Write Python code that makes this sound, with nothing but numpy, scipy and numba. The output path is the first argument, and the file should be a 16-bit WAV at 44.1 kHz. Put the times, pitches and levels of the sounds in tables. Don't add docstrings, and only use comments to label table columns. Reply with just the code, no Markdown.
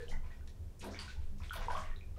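import sys
import numpy as np
from scipy import signal
from scipy.fft import rfft, irfft
from scipy.io import wavfile
from scipy.ndimage import uniform_filter1d
from numba import njit

SR = 44100
rng = np.random.default_rng(int(sys.argv[2]) if len(sys.argv) > 2 else 0)


def pcm_store(signal):
    levels = np.round(np.clip(np.atleast_2d(signal), -1, 1) * 32767)
    wavfile.write(sys.argv[1], SR, levels.astype(np.int16).T)


N = 96534
TIME_S = np.arange(N) / SR

# freq_hz, density_db
HISS_SPECTRUM = [(60, 0), (125, -2), (250, -9), (400, -7), (700, -16), (1500, -24), (4000, -29.5),
                 (6000, -29), (9000, -32), (15000, -35)]
# time_s, level_db
SLOSH_ENVELOPE = [(0.0, -41), (0.05, -51), (0.14, -30), (0.39, -51), (0.44, -43), (0.6, -54), (0.66, -46),
                  (0.76, -59), (0.83, -45), (0.88, -64), (1.02, -49), (1.11, -62), (1.14, -44), (1.27, -35),
                  (1.58, -53), (1.6, -38), (1.63, -35), (1.68, -47), (1.72, -33), (1.85, -45), (1.91, -32),
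                  (2.0, -49), (2.11, -44), (2.19, -53)]
# pitch_hz, gain_db, t60_s
TUB_MODES = [(45, -4, .25), (67, 3.5, .45), (85, 3, .5), (112, -5, .25), (142, -3, .3), (201, -2.5, .35),
             (289, -11, .35), (390, -12, .3)]
# start_s, level_db, length_s, centre_hz
WEIGHT_PUSHES = [(0, -48, .04, 75), (.08, -48, .1, 190), (.09, -49, .1, 85), (.2, -49, .08, 67),
                 (.4, -52, .08, 85), (.53, -44, .1, 85), (.79, -47, .04, 200), (.83, -41, .08, 230),
                 (.82, -49, .1, 85), (.97, -49, .06, 150), (1.15, -40, .07, 65), (1.28, -43, .1, 170),
                 (1.36, -43, .08, 67), (1.53, -49, .08, 200), (1.5, -49, .1, 70), (1.6, -47, .08, 105),
                 (1.73, -44, .08, 160), (2.04, -47, .08, 85)]
# delay_s, gain_db
WALL_ECHOES = [(.0075, -10), (.019, -7), (.027, -8)]
# start_s, pitch_hz, level_db, ring_cycles
PLINKS = [(.002, 458, -47, 13), (.003, 1690, -54, 30), (.032, 4100, -61, 12), (.082, 3000, -50, 14),
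          (.108, 1800, -58, 8), (.116, 1990, -49, 12), (.138, 1950, -52, 22), (.123, 840, -52, 8),
          (.234, 975, -59, 10), (.246, 2330, -63, 10), (.305, 1750, -60, 10), (.313, 1880, -58, 20),
          (.409, 1470, -64, 10), (.475, 2000, -59, 5), (.826, 450, -52, 6), (.840, 880, -46, 7),
          (.848, 1550, -52, 8), (.875, 650, -50, 10), (.922, 1300, -54, 8), (.936, 1600, -53, 8),
          (.945, 2200, -50, 14), (.990, 4550, -41, 20), (.992, 2860, -46, 8), (1.003, 1000, -56, 8),
          (1.079, 1470, -49, 14), (1.085, 2450, -52, 8), (1.165, 850, -64, 14), (1.401, 5300, -62, 12),
          (1.402, 1020, -54, 6), (1.420, 2450, -55, 10), (1.434, 2100, -52, 8), (1.436, 3500, -54, 8),
          (1.496, 3150, -44, 10), (1.496, 2300, -53, 6), (1.508, 1390, -38, 12), (1.556, 640, -48, 14),
          (1.575, 1500, -47, 8), (1.616, 1020, -45, 6), (1.668, 465, -48, 8), (1.683, 930, -31, 8),
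          (1.702, 1480, -37, 6), (1.732, 750, -42, 8), (1.751, 1090, -36, 16), (1.777, 1120, -38, 10),
          (1.751, 3300, -48, 8), (1.762, 615, -45, 14), (1.769, 3050, -47, 10), (1.813, 8200, -58, 14),
          (1.838, 2000, -50, 8), (1.914, 1800, -53, 14), (1.962, 3750, -52, 10), (2.010, 2380, -55, 14),
          (2.163, 2750, -66, 8), (2.165, 1200, -62, 10), (2.176, 615, -51, 10)]
# start_s, level_db, rise_s, fall_s (to -20 dB), centre_hz, spread_oct
SPLASH_SWARMS = [(0, -61, .002, .1, 3500, 1.1), (.083, -61, .01, .06, 6000, .5),
                 (.06, -61, .04, .08, 600, .25), (.1, -66, .03, .1, 1400, .4),
                 (.232, -67, .01, .15, 1800, 1.1), (.3, -69, .01, .1, 3000, 1.2),
                 (.474, -55, .001, .01, 4200, .8), (.792, -59, .002, .05, 7500, .35),
                 (.803, -56, .008, .13, 3700, .5), (.81, -58, .03, .15, 1400, .5),
                 (.82, -51, .04, .12, 520, .6), (.84, -61, .004, .04, 9500, .3),
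                 (.9, -61, .02, .08, 5500, .3), (.93, -56, .04, .06, 2300, .45),
                 (.96, -58, .04, .1, 1100, .3), (.989, -51, .004, .1, 3800, .9),
                 (1.07, -58, .02, .08, 4000, .7), (1.2, -72, .02, .15, 3500, .9),
                 (1.38, -68, .003, .05, 6000, .9), (1.4, -62, .005, .08, 1200, .7),
                 (1.42, -60, .02, .1, 4000, .9), (1.52, -64, .003, .03, 8000, .7),
                 (1.531, -53, .001, .04, 11500, .25), (1.528, -50, .006, .13, 2500, .9),
                 (1.545, -52, .03, .12, 750, .5), (1.6, -54, .02, .1, 3000, .9),
                 (1.69, -51, .02, .1, 1300, .8), (1.74, -50, .03, .08, 1300, .7),
                 (1.69, -59, .02, .1, 5000, .7), (1.75, -58, .03, .1, 5000, .7),
                 (1.84, -59, .01, .12, 2100, .5), (2.16, -66, .01, .1, 2000, 1.1)]


def undb(db):
    return 10 ** (np.asarray(db) / 20)


def shaped_noise(gain_at_hz):
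    freq_hz = np.fft.rfftfreq(N, 1 / SR) + 1
    noise = irfft(rfft(rng.standard_normal(N)) * gain_at_hz(freq_hz), N)
    return noise / np.sqrt(np.mean(noise ** 2))


def room_hiss(level_db=-62.5, low_cut_hz=40):
    freq_hz, density_db = np.array(HISS_SPECTRUM).T
    air = shaped_noise(lambda f: undb(np.interp(np.log(f), np.log(freq_hz), density_db)) * (f > low_cut_hz))
    return undb(level_db) * air


def slosh(centre_hz=20.5, waver_hz=4):
    time_s, level_db = np.array(SLOSH_ENVELOPE).T
    pitch_hz = centre_hz + waver_hz * shaped_noise(lambda f: np.exp(-f / 3))
    swell = uniform_filter1d(undb(np.interp(TIME_S, time_s, level_db)), size=600)
    phase_cycles = np.cumsum(pitch_hz) / SR + rng.random()
    return swell * np.sqrt(2) * np.sin(2 * np.pi * phase_cycles)


def tub(hum_db=-59, hum_ref_hz=85, tilt_db_per_oct=-6, octave_off_loss_db=22):
    out = np.zeros(N)
    for pitch_hz, gain_db, t60_s in TUB_MODES:
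        radius = np.exp(-np.log(1000) / (t60_s * SR))
        loss = 1 - radius ** 2
        hum_gain = undb(hum_db + tilt_db_per_oct * np.log2(pitch_hz / hum_ref_hz))
        drive = hum_gain * np.sqrt(2 * loss) * rng.standard_normal(N)
        drive[0] /= np.sqrt(loss)
        for start_s, level_db, length_s, centre_hz in WEIGHT_PUSHES:
            window = np.hanning(int(length_s * SR))
            carrier = np.cos(2 * np.pi * (pitch_hz * TIME_S[:len(window)] + rng.random()))
            push_db = level_db - octave_off_loss_db * np.log2(pitch_hz / centre_hz) ** 2
            i = int(start_s * SR)
            drive[i:i + len(window)] += undb(push_db) * 2 * window / window.sum() * carrier
        step_rad = 2 * np.pi * pitch_hz / SR
        feedback = [1, -2 * radius * np.cos(step_rad), radius ** 2]
        out += undb(gain_db) * signal.lfilter([np.sin(step_rad)], feedback, drive)
    return out


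def tiled_room(sound, tail_db=.5, low_t60_s=.36, high_t60_s=.24, split_hz=4000, build_s=.008):
    time_s = TIME_S[:SR]
    noise = rng.standard_normal(SR)
    low = signal.sosfilt(signal.butter(1, split_hz, fs=SR, output="sos"), noise)
    tail = low * undb(-60 * time_s / low_t60_s) + (noise - low) * undb(-60 * time_s / high_t60_s)
    tail *= 1 - np.exp(-(time_s / build_s) ** 2)
    response = undb(tail_db) * tail / np.sqrt(.03 * SR)
    response[0] = 1
    for delay_s, gain_db in WALL_ECHOES:
        response[int(delay_s * SR)] += undb(gain_db)
    return signal.fftconvolve(sound, response)[:N]


@njit
def ring_bubbles(start_s, pitch_hz, gain, ring_cycles, glide=.05, attack_cycles=1.3):
    out = np.zeros(N)
    for k in range(len(start_s)):
        cycle, i = 0., int(start_s[k] * SR)
        while cycle < 2.5 * ring_cycles[k] and i < N:
            attack = 1 - np.exp(-cycle / attack_cycles)
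            decay = np.exp(-2.3 * cycle / ring_cycles[k])
            out[i] += gain[k] * attack * decay * np.sin(2 * np.pi * cycle)
            cycle += pitch_hz[k] * (1 + glide * cycle / ring_cycles[k]) / SR
            i += 1
    return out


def plinks():
    start_s, pitch_hz, level_db, ring_cycles = np.array(PLINKS, float).T
    return ring_bubbles(start_s, pitch_hz, undb(level_db), ring_cycles)


def splashes(bubbles_each=600, ring_cycles=6., scatter_db=2.4):
    start_s, level_db, rise_s, fall_s, centre_hz, spread_oct = np.array(SPLASH_SWARMS, float).T[:, :, None]
    shape = (len(start_s), bubbles_each)
    delay_s = rng.random(shape) * (rise_s + 1.5 * fall_s)
    offset_oct = 2 * spread_oct * (rng.random(shape) + rng.random(shape) - 1)
    pitch_hz = np.clip(centre_hz * 2 ** offset_oct, 100, 17000)
    envelope = np.minimum(delay_s / rise_s, 1) * undb(-20 * np.maximum(delay_s - rise_s, 0) / fall_s)
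    bubble_db = level_db + scatter_db * (rng.exponential(1, shape) - 1)
    overlap = bubbles_each * ring_cycles / (centre_hz * (rise_s + fall_s))
    gain = undb(bubble_db) * envelope / np.sqrt(overlap)
    onset_s = start_s + delay_s
    return ring_bubbles(onset_s.ravel(), pitch_hz.ravel(), gain.ravel(), np.full(gain.size, ring_cycles))


def scene(water_gain_db=9, splash_gain_db=7):
    water = plinks() + undb(splash_gain_db) * splashes()
    return np.array([undb(water_gain_db) * tiled_room(water) + tub() + slosh() + room_hiss()])


def record(dry):
    cutoff_hz = 15650
    return signal.sosfilt(signal.ellip(10, .2, 70, cutoff_hz, fs=SR, output="sos"), dry)


dry = scene()
out = record(dry)
pcm_store(out)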